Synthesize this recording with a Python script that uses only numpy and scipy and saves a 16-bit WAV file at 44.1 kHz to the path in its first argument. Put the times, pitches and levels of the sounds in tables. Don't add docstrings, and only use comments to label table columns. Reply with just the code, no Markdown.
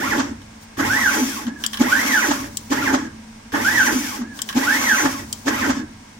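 import sys
import numpy as np
from scipy import signal
from scipy.fft import rfft, irfft, next_fast_len
from scipy.io import wavfile
from scipy.ndimage import map_coordinates

SR = 44100
rng = np.random.default_rng(int(sys.argv[2]) if len(sys.argv) > 2 else 0)


def materialize(psi):
    bounded = np.clip(np.atleast_2d(psi).T, -1, 1)
    quanta = np.round(bounded * 32767).astype(np.int16)
    wavfile.write(sys.argv[1], SR, quanta)


N = 272979
T = np.arange(N) / SR

FETCH = dict(y_s=.699, whine_db=-21, octave_db=-1.5, x_hiss_db=-33, y_hiss_db=-28.5, y_rumble_db=-39.5, launch_db=-32.5, brake_db=-41.5, y_whine_db=-34.5, y_sizzle_db=-1.2)
CARRY = dict(y_s=.707, whine_db=-21, octave_db=-0.5, x_hiss_db=-30, y_hiss_db=-30.5, y_rumble_db=-44, launch_db=-41, brake_db=-36.5, y_whine_db=-37, y_sizzle_db=-1.5)
RETURN = dict(y_s=.385, whine_db=-22, octave_db=0.5, x_hiss_db=-33, y_hiss_db=-33, y_rumble_db=-29, launch_db=-35, brake_db=-39.5, y_whine_db=-41.5, y_sizzle_db=-12)
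# start in seconds, X stroke in seconds, move.
MOVES = [(-.051, .252, RETURN), (.77, .445, FETCH), (1.79, .526, CARRY), (2.7, .252, RETURN),
         (3.522, .432, FETCH), (4.546, .524, CARRY), (5.456, .252, RETURN)]
# seconds from rest, belt tooth tone in Hz.
SPEED_RAMP = [(0, 0), (.125, 1400), (.24, 2225.5)]
# multiple of the tooth tone, level in dB.
BELT_PARTIALS = [(.5, -6.5), (1, 0), (3, -6.5), (4, -15)]
# tooth tone and width in Hz, flare and sag in dB.
X_FLARE, Y_FLARE = (1520, 140, 7, -3), (1130, 160, 11, -16)
# frequency in Hz, gain in dB.
GANTRY_RESPONSE = [(100, -31), (200, -32), (270, -1.5), (420, -15), (700, -19.5), (900, -12), (1250, -17),
                   (1480, -6), (1750, -5.5), (1950, -10), (2150, -10.5), (2650, -11), (3100, -19),
                   (9000, -18)]
# frequency in Hz, relative noise density in dB.
RUMBLE_SPECTRUM = [(30, -25), (110, -25), (175, -21), (220, -2.5), (275, 3.5), (345, -10.5), (410, -18),
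                   (800, -32), (3000, -125)]
CHURN_SPECTRUM = [(250, -43), (420, -5), (520, -2), (700, 0.5), (860, 1), (1200, 3.5), (1650, 3),
                  (2100, -5.5), (2500, -17), (3300, -10.5), (6000, -55), (12000, -110)]
BEARING_SPECTRUM = [(1290, -27), (2200, -4), (2390, -7.5), (2920, -9.5), (3220, -7.5), (3740, -13),
                    (4760, -10), (5960, -4.5), (6420, -10.5), (8800, -16), (11600, -16.5), (12500, -15),
                    (13700, -17.5), (14800, -18.5), (16000, -21)]
# frequency in Hz, phase wobbles per second, level in dB.
RAIL_MODES = [(6122, 14, 0), (7795, 90, -20), (9458, 14, -15), (12242, 90, -19), (12650, 500, -13),
              (14373, 16, -11), (14500, 400, -15)]
# glide in Hz per second, swell and fall in seconds, chatter over the rattle in dB.
LAUNCH, HALT = (1100, .011, .0075, 0), (-900, .019, .014, -12)
# peak time in seconds, level in dB, pitch in Hz, belt slap in dB,
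# rattle in dB, shape.
SHUDDERS = [(.201, -13, 262, -25.5, -25.5, HALT), (.8, -12.5, 280, -23, -31.5, LAUNCH),
            (1.23, -10, 249.6, -33, -47, HALT), (1.481, -16, 235, -39, -41, HALT),
            (1.815, -6.5, 253.5, -28.5, -27.5, LAUNCH), (2.316, -12.5, 280, -22.5, -24.5, HALT),
            (2.724, -8.5, 276, -23, -27, LAUNCH), (2.945, -13, 267, -23, -24.5, HALT),
            (3.549, -13.5, 278, -20, -37, LAUNCH), (3.968, -11.5, 257.5, -31, -48, HALT),
            (4.219, -18, 239, -39, -40, HALT), (4.572, -7.5, 255, -28, -27, LAUNCH),
            (5.058, -11, 281, -21, -26, HALT), (5.48, -11.5, 280, -22.5, -25.5, LAUNCH),
            (5.703, -12.5, 263, -24.5, -26.5, HALT)]
# start in seconds, relative level in dB, body offset in dB.
KNOCKS = [(0.18, -23, -7), (.417, -39, -12), (0.77, -37, 13.5), (1.467, -26.5, -1), (1.602, -43, 6),
          (1.638, -11.5, -15), (1.646, -23, -9), (1.732, -16.5, -8), (1.742, -21, -9),
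          (1.772, -18.5, -9), (2.932, -35, -4), (3.52, -31.5, 9), (4.358, -43, -11), (4.39, -22, -4),
          (4.489, -15.5, -7), (4.496, -28, -3), (4.527, -23.5, -4), (5.688, -27, -8)]
LIFT_STARTS = [1.461, 2.942, 4.214, 5.7]
# start in seconds, relative level in dB, left over right in dB.
VALVE_SNAPS = [(1.6633, -10, 9.5), (2.5706, -11, 4.5), (4.418, -11, 7), (5.3274, -10.5, 2.5)]
# peak time in seconds, level in dB, swell and fall in seconds.
SUCTION = [(.63, -46.5, .018), (1.625, -40.5, 0.031), (1.745, -39.5, 0.048), (2.59, -46, 0.21),
           (4.378, -40.5, 0.032), (4.5, -39, 0.045), (5.35, -44, 0.17)]
# frequency in Hz, width in Hz, gain in dB.
HEAD_MODES = [(1080, 63, 1.5), (1655, 170, 3), (3110, 420, 7.5), (3850, 760, 2), (5560, 880, 0),
              (10240, 720, -7.5), (12700, 900, -8)]
VALVE_MODES = [(3180, 160, 6), (5060, 820, 2), (7500, 590, 8), (9500, 1800, -4.5), (14300, 4100, -6)]
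COVER_MODES = [(515, 11, -1.5), (578, 5.7, 7.5), (858, 16, 7.5), (923, 71, -7), (1088, 41, 2),
               (1286, 16, 0.5), (1450, 49, -16.5), (1562, 27, -2.5), (1670, 72, -3), (1780, 17, 0.5),
               (1896, 107, 0.5), (2090, 25, 5)]
LEAK_MODES = [(8900, 170, 0), (5600, 1400, 2)]
# frequency in Hz, relative level in dB.
PUMP_TONES = [(102.3, -56.5), (166.9, -60), (199.2, -76), (220.7, -43.5), (446.8, -66), (947.5, -61),
              (1615, -62), (2175, -63)]
# frequency in Hz, relative noise density in dB.
FAN_SPECTRUM = [(15, -63.5), (25, -16.5), (105, -18.5), (185, -23), (223, -5), (249, -16), (363, -28.5),
                (439, -28.5), (775, -25), (962, -23.5), (1290, -30), (2110, -28.5), (3430, -34.5),
                (8140, -41), (16000, -66)]
# frequency in Hz, seconds to fall by 60 dB.
ENCLOSURE_T60 = [(200, 0.14), (2000, 0.25), (12000, 0.046)]
# frequency in Hz, correlation.
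MIC_LIKENESS = [(100, 0.99), (300, 0.97), (700, 0.27), (1500, 0.22), (3000, 0.06), (6000, 0.065),
                (14000, 0.038)]
# frequency in Hz, left over right in dB.
MIC_BALANCE = [(250, 0), (700, -3.5), (1500, -3), (2600, -0.5), (5000, 1), (9000, 5), (14000, 5)]
# frequency in Hz, seconds by which the left is late.
MIC_DELAY = [(200, 0.000034), (400, 0.00036), (700, 0.00072), (3000, 0.000592)]


def belts(rough_db, phase_jitter, buzz_db, braking_db, octave_rise_db):
    whine = np.zeros(N)
    flutter = amp(rough_db * wobble(140))
    buzz = 0.85 * unit(amp(buzz_db * wobble(260))) * np.exp(.35j * wobble(200))
    slip = phase_jitter * wobble(220)
    for start, x_s, move in MOVES:
        x_axis = (x_s, move["whine_db"], move["octave_db"], X_FLARE)
        y_axis = (move["y_s"], move["y_whine_db"], -18, Y_FLARE)
        for length, whine_db, octave_db, (flare_hz, width_hz, flare_db, sag_db) in (x_axis, y_axis):
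            on = (T > start) & (T < start + length)
            hz = tooth_hz(start, length)[on]
            braking = np.clip((T[on] - start - length / 2) / 0.043, 0, 1)
            sag = sag_db * (hz / SPEED_RAMP[-1][1]) ** 4
            level = amp(whine_db + braking_db * braking + sag) * flutter[on]
            flare = flare_db * np.exp(-((hz - flare_hz) / width_hz) ** 2)
            phase = 2 * np.pi * np.cumsum(hz) / SR + slip[on]
            for order, db in BELT_PARTIALS + [(2, octave_db + octave_rise_db * (braking - 1))]:
                tone = np.exp(1j * (order * phase + rng.uniform(0, 2 * np.pi)))
                if order >= 2:
                    tone *= buzz[on]
                gain = amp(db + flare * (order == 1) + along(GANTRY_RESPONSE, order * hz))
                whine[on] += level * gain * tone.real
    return amp(2) * filtered(np.sqrt(2) * (whine + flutter * nozzle_motor(slip)), microphones)


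def bearings(y_rasp_db, x_sizzle_db, sing_db, sing_lag_s):
    power = np.zeros((3, N))
    cruise, x_power = np.zeros((2, N))
    for start, x_s, move in MOVES:
        y_speed = speed(start, move["y_s"])
        x_hiss = amp(move["x_hiss_db"]) ** 2 * speed(start, x_s) ** .35
        y_hiss = amp(move["y_hiss_db"]) ** 2 * y_speed ** 1.4
        power[0] += x_hiss + amp(y_rasp_db) ** 2 * y_hiss
        power[1] += x_hiss + y_hiss
        power[2] += amp(x_sizzle_db) ** 2 * x_hiss + amp(move["y_sizzle_db"]) ** 2 * y_hiss
        cruise += y_speed ** 12
        x_power += x_hiss
    chatter = swells([(s + 0.005, rattle_db + shape[-1], .007, .015)
                      for s, *_, rattle_db, shape in SHUDDERS])
    rasp, hiss, sizzle = np.hypot(lingering(power, lag_s=0.0029), chatter * amp([[-1], [1], [-7]]))
    balls = amp(0.6 * wobble(500) + 1.22 * wobble(40))
    rail = lambda hz: colour(BEARING_SPECTRUM)(hz) * ripple(hz, depth_db=2.8, spacing_hz=110)
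    first, second = noise(rail), noise(rail)
    drift = 1.65 * wobble(11)
    rush = amp(-0.33) * balls * (np.cos(drift) * first + np.sin(drift) * second)
    low = filtered(rush, colour([(4400, 0), (5500, -25)]))
    high = filtered(rush, colour([(7000, -30), (9000, 0)]))
    tones = sum(amp(db + 2.5 * wobble(14)) * np.sin(2 * np.pi * hz * T + .5 * wobble(rate))
                for hz, rate, db in RAIL_MODES)
    swell = lingering(cruise, lag_s=sing_lag_s) ** 3
    song = amp(sing_db) * swell * filtered(tones, microphones)
    ring_level = amp(-13 + 2 * wobble(30)) * np.sqrt(x_power)
    ring = ring_level * noise(lambda hz: resonances([(12650, 550, 0)])(hz) ** 2)
    return ring + rasp * low + hiss * (rush - low - high + song) + sizzle * high


def rolling_axes(x_rumble_db, x_churn_db, y_churn_db, shaken_db, shaken_s):
    rumble_power, churn_power = np.zeros((2, N))
    for start, x_s, move in MOVES:
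        x, y = speed(start, x_s), speed(start, move["y_s"])
        rumble_power += amp(x_rumble_db) ** 2 * x ** .5 + amp(move["y_rumble_db"]) ** 2 * y ** 0.27
        churn_power += amp(x_churn_db) ** 2 * x ** 1.5 + amp(y_churn_db) ** 2 * y ** 1.17
    shaken = swells([(s, db + shaken_db, .012, .02) for s, db, *_ in SHUDDERS])
    slap = swells([(s, slap_db, .008, .014) for s, db, hz, slap_db, *_ in SHUDDERS])
    rumble_level = np.hypot(lingering(rumble_power, 0.0059), lingering(shaken ** 2, shaken_s))
    churn_level = np.hypot(lingering(churn_power + 0.73 * slap ** 2, lag_s=0.021), slap)
    rumble = rumble_level * noise(colour(RUMBLE_SPECTRUM))
    churn = amp(1.46 * wobble(180)) * noise(lambda hz: colour(CHURN_SPECTRUM)(hz) * covers(hz))
    return rumble + churn_level * churn


def frame_shudders(rattle_swell_s, rattle_fall_s):
    sway = np.zeros(N)
    for s, db, hz, _, _, (glide, swell, fall, _) in SHUDDERS:
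        level = swells([(s, db, swell, fall)])
        on = level > 0
        t = T[on] - s
        sway[on] += level[on] * np.sin(2 * np.pi * (hz + glide * t / 2) * t + rng.uniform(0, 2 * np.pi))
    shake = swells([(s, rattle_db, rattle_swell_s, rattle_fall_s) for s, *_, rattle_db, _ in SHUDDERS])
    loose_parts = colour([(150, -35), (380, -26), (550, 10.5), (900, 11), (1700, -14.5), (2600, 1),
                          (4500, -1), (6800, 3.5), (8500, -13), (16000, -52)])
    rattle = noise(lambda hz: loose_parts(hz) * covers(hz))
    return filtered(sway, microphones) + shake * amp(1.1 * wobble(600)) * rattle


def knocks(t60):
    ring = sum(amp(db) * (burst(s, t60) + 0.85 * burst(s, 0.016)) for s, db, _ in KNOCKS)
    body = sum(amp(db + body_db) * burst(s, 0.15) for s, db, body_db in KNOCKS)
    return amp(-9.5) * struck(ring, HEAD_MODES) + amp(-8) * struck(body, HEAD_MODES[:2])


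def vacuum_valve(t60, tail_db):
    puff = sum(amp(db + pan * np.array([[.5], [-.5]])) * (burst(s, t60) + amp(tail_db) * burst(s, 0.043))
               for s, db, pan in VALVE_SNAPS)
    air = noise(colour([(1000, 0.5), (2500, -11), (6000, 0), (9000, -6), (13000, -14), (15500, -6)]))
    suction = swells([(s, db, width, width) for s, db, width in SUCTION])
    return amp(-3.5) * struck(puff, VALVE_MODES) + suction * air


def nozzle_motor(slip, run_s=.16, low_hz=1490, top_hz=1715):
    arch = sum(np.sin(np.pi * np.clip((T - s) / run_s, 0, 1)) for s in LIFT_STARTS).clip(0)
    hz = low_hz + (top_hz - low_hz) * arch
    level = amp(-44 + along(GANTRY_RESPONSE, hz)) * np.sqrt(arch)
    return level * np.sin(2 * np.pi * np.cumsum(hz) / SR + slip)


def bench(ring_s):
    push = np.zeros(N)
    for start, _, move in MOVES:
        change = np.gradient(speed(start, move["y_s"])) * SR * SPEED_RAMP[-1][0]
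        push += (change * np.where(change > 0, amp(move["launch_db"]), amp(move["brake_db"]))) ** 2
    drone = noise(resonances([(66.6, 17, -4.5), (97.1, 9.6, 3), (134.7, 13, -2)]))
    return amp(-5.5) * lingering(push, lag_s=ring_s) * filtered(drone, colour([(160, 0.5), (300, -25)]))


def workshop():
    hum = sum(amp(db + 0.42 * wobble(8.1)) * np.sin(2 * np.pi * hz * T + 0.31 * wobble(12))
              for hz, db in PUMP_TONES)
    fan = amp(-44) * noise(colour(FAN_SPECTRUM))
    leak = amp(-57) * noise(resonances(LEAK_MODES))
    return amp(0.5) * hum + fan + leak


def covers(hz):
    return 1 + sum(resonance(hz, *mode) for mode in COVER_MODES)


def enclosure(x):
    hz, t, spectrum = signal.stft(rng.standard_normal((2, SR // 3)), SR, nperseg=256)
    decay = amp(-60 * t / along(ENCLOSURE_T60, hz)[:, None])
    tail = signal.istft(spectrum * decay, SR, nperseg=256)[1]
    delayed = np.pad(x, ((0, 0), (130, 0)))
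    return signal.fftconvolve(delayed, tail / np.linalg.norm(tail[0]), axes=1)[:, :N]


def microphones(hz):
    side = np.array([[.5], [-.5]])
    return amp(side * along(MIC_BALANCE, hz)) * np.exp(-2j * np.pi * side * hz * along(MIC_DELAY, hz))


def tooth_hz(start, length):
    from_rest_s = np.minimum(T - start, start + length - T)
    return np.interp(from_rest_s, *np.transpose(SPEED_RAMP))


def speed(start, length):
    return tooth_hz(start, length) / SPEED_RAMP[-1][1]


def noise(response):
    def mid_and_side(hz):
        turn = np.arccos(np.clip(along(MIC_LIKENESS, hz), -1, 1)) / 2
        return response(hz) * np.array([np.cos(turn), np.sin(turn)])
    mid, side = filtered(rng.standard_normal((2, N)), mid_and_side)
    pair = filtered(np.array([mid + side, mid - side]), microphones)
    return pair / np.std(pair.mean(axis=0))


def struck(envelope, modes):
    response = resonances(modes)
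    gain = np.sqrt(np.mean(abs(response(np.linspace(0, SR / 2, 4096))) ** 2))
    return filtered(envelope * rng.standard_normal((2, N)), response) / gain


def resonance(hz, centre, width, db):
    return amp(db) * 1j * hz * width / (centre ** 2 - hz ** 2 + 1j * hz * width)


def resonances(modes):
    return lambda hz: sum((-1) ** k * resonance(hz, *mode) for k, mode in enumerate(modes))


def ripple(hz, depth_db, spacing_hz):
    return amp(depth_db * map_coordinates(rng.standard_normal(4096), [hz / spacing_hz], mode="wrap"))


def swells(rows):
    envelope = np.zeros(N)
    for s, db, swell, fall in rows:
        on = slice(*np.searchsorted(T, [s - 4 * swell, s + 4 * fall]))
        t = T[on] - s
        envelope[on] += amp(db) * np.exp(-abs(t / np.where(t < 0, swell, fall)) ** 1.42)
    return envelope


def burst(start, t60):
    return (T >= start) * amp(-60 * np.clip(T - start, 0, 2 * t60) / t60)


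def lingering(power, lag_s):
    keep = np.exp(-1 / (lag_s * SR))
    return np.sqrt(signal.lfilter([1 - keep], [1, -keep], power + 1e-14))


def wobble(rate):
    return map_coordinates(rng.standard_normal(int(N * rate / SR) + 4), [T * rate], mode="nearest")


def filtered(x, response):
    size = next_fast_len(N + 8192)
    return irfft(rfft(x, size) * response(np.fft.rfftfreq(size, 1 / SR)), size)[..., :N]


def colour(points):
    return lambda hz: amp(along(points, hz))


def along(points, hz):
    knots_hz, values = np.transpose(points)
    return np.interp(np.log(hz + 1), np.log(knots_hz + 1), values)


def amp(db):
    return 10 ** (np.asarray(db) / 20)


def unit(x):
    return x / np.sqrt(np.mean(x ** 2) + 1e-20)


def scene():
    drives = belts(rough_db=2.5, phase_jitter=0.3, buzz_db=-1, braking_db=1.5, octave_rise_db=4)
    whine = filtered(drives, covers)
    clicks = knocks(t60=0.066) + vacuum_valve(t60=0.02, tail_db=-18)
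    echo = enclosure(amp(-5) * whine + amp(-14) * clicks)
    rolling = rolling_axes(x_rumble_db=-30, x_churn_db=-29.5, y_churn_db=-38,
                           shaken_db=-10, shaken_s=0.045)
    frame = frame_shudders(rattle_swell_s=0.014, rattle_fall_s=0.02) + bench(ring_s=0.068)
    rails = bearings(y_rasp_db=-3, x_sizzle_db=-2, sing_db=-1, sing_lag_s=.04)
    return whine + clicks + echo + rolling + rails + frame + workshop()


def record(dry):
    return filtered(np.clip(dry, -1, 1), lambda hz: hz < 15900)


dry = scene()
out = record(dry)
materialize(out)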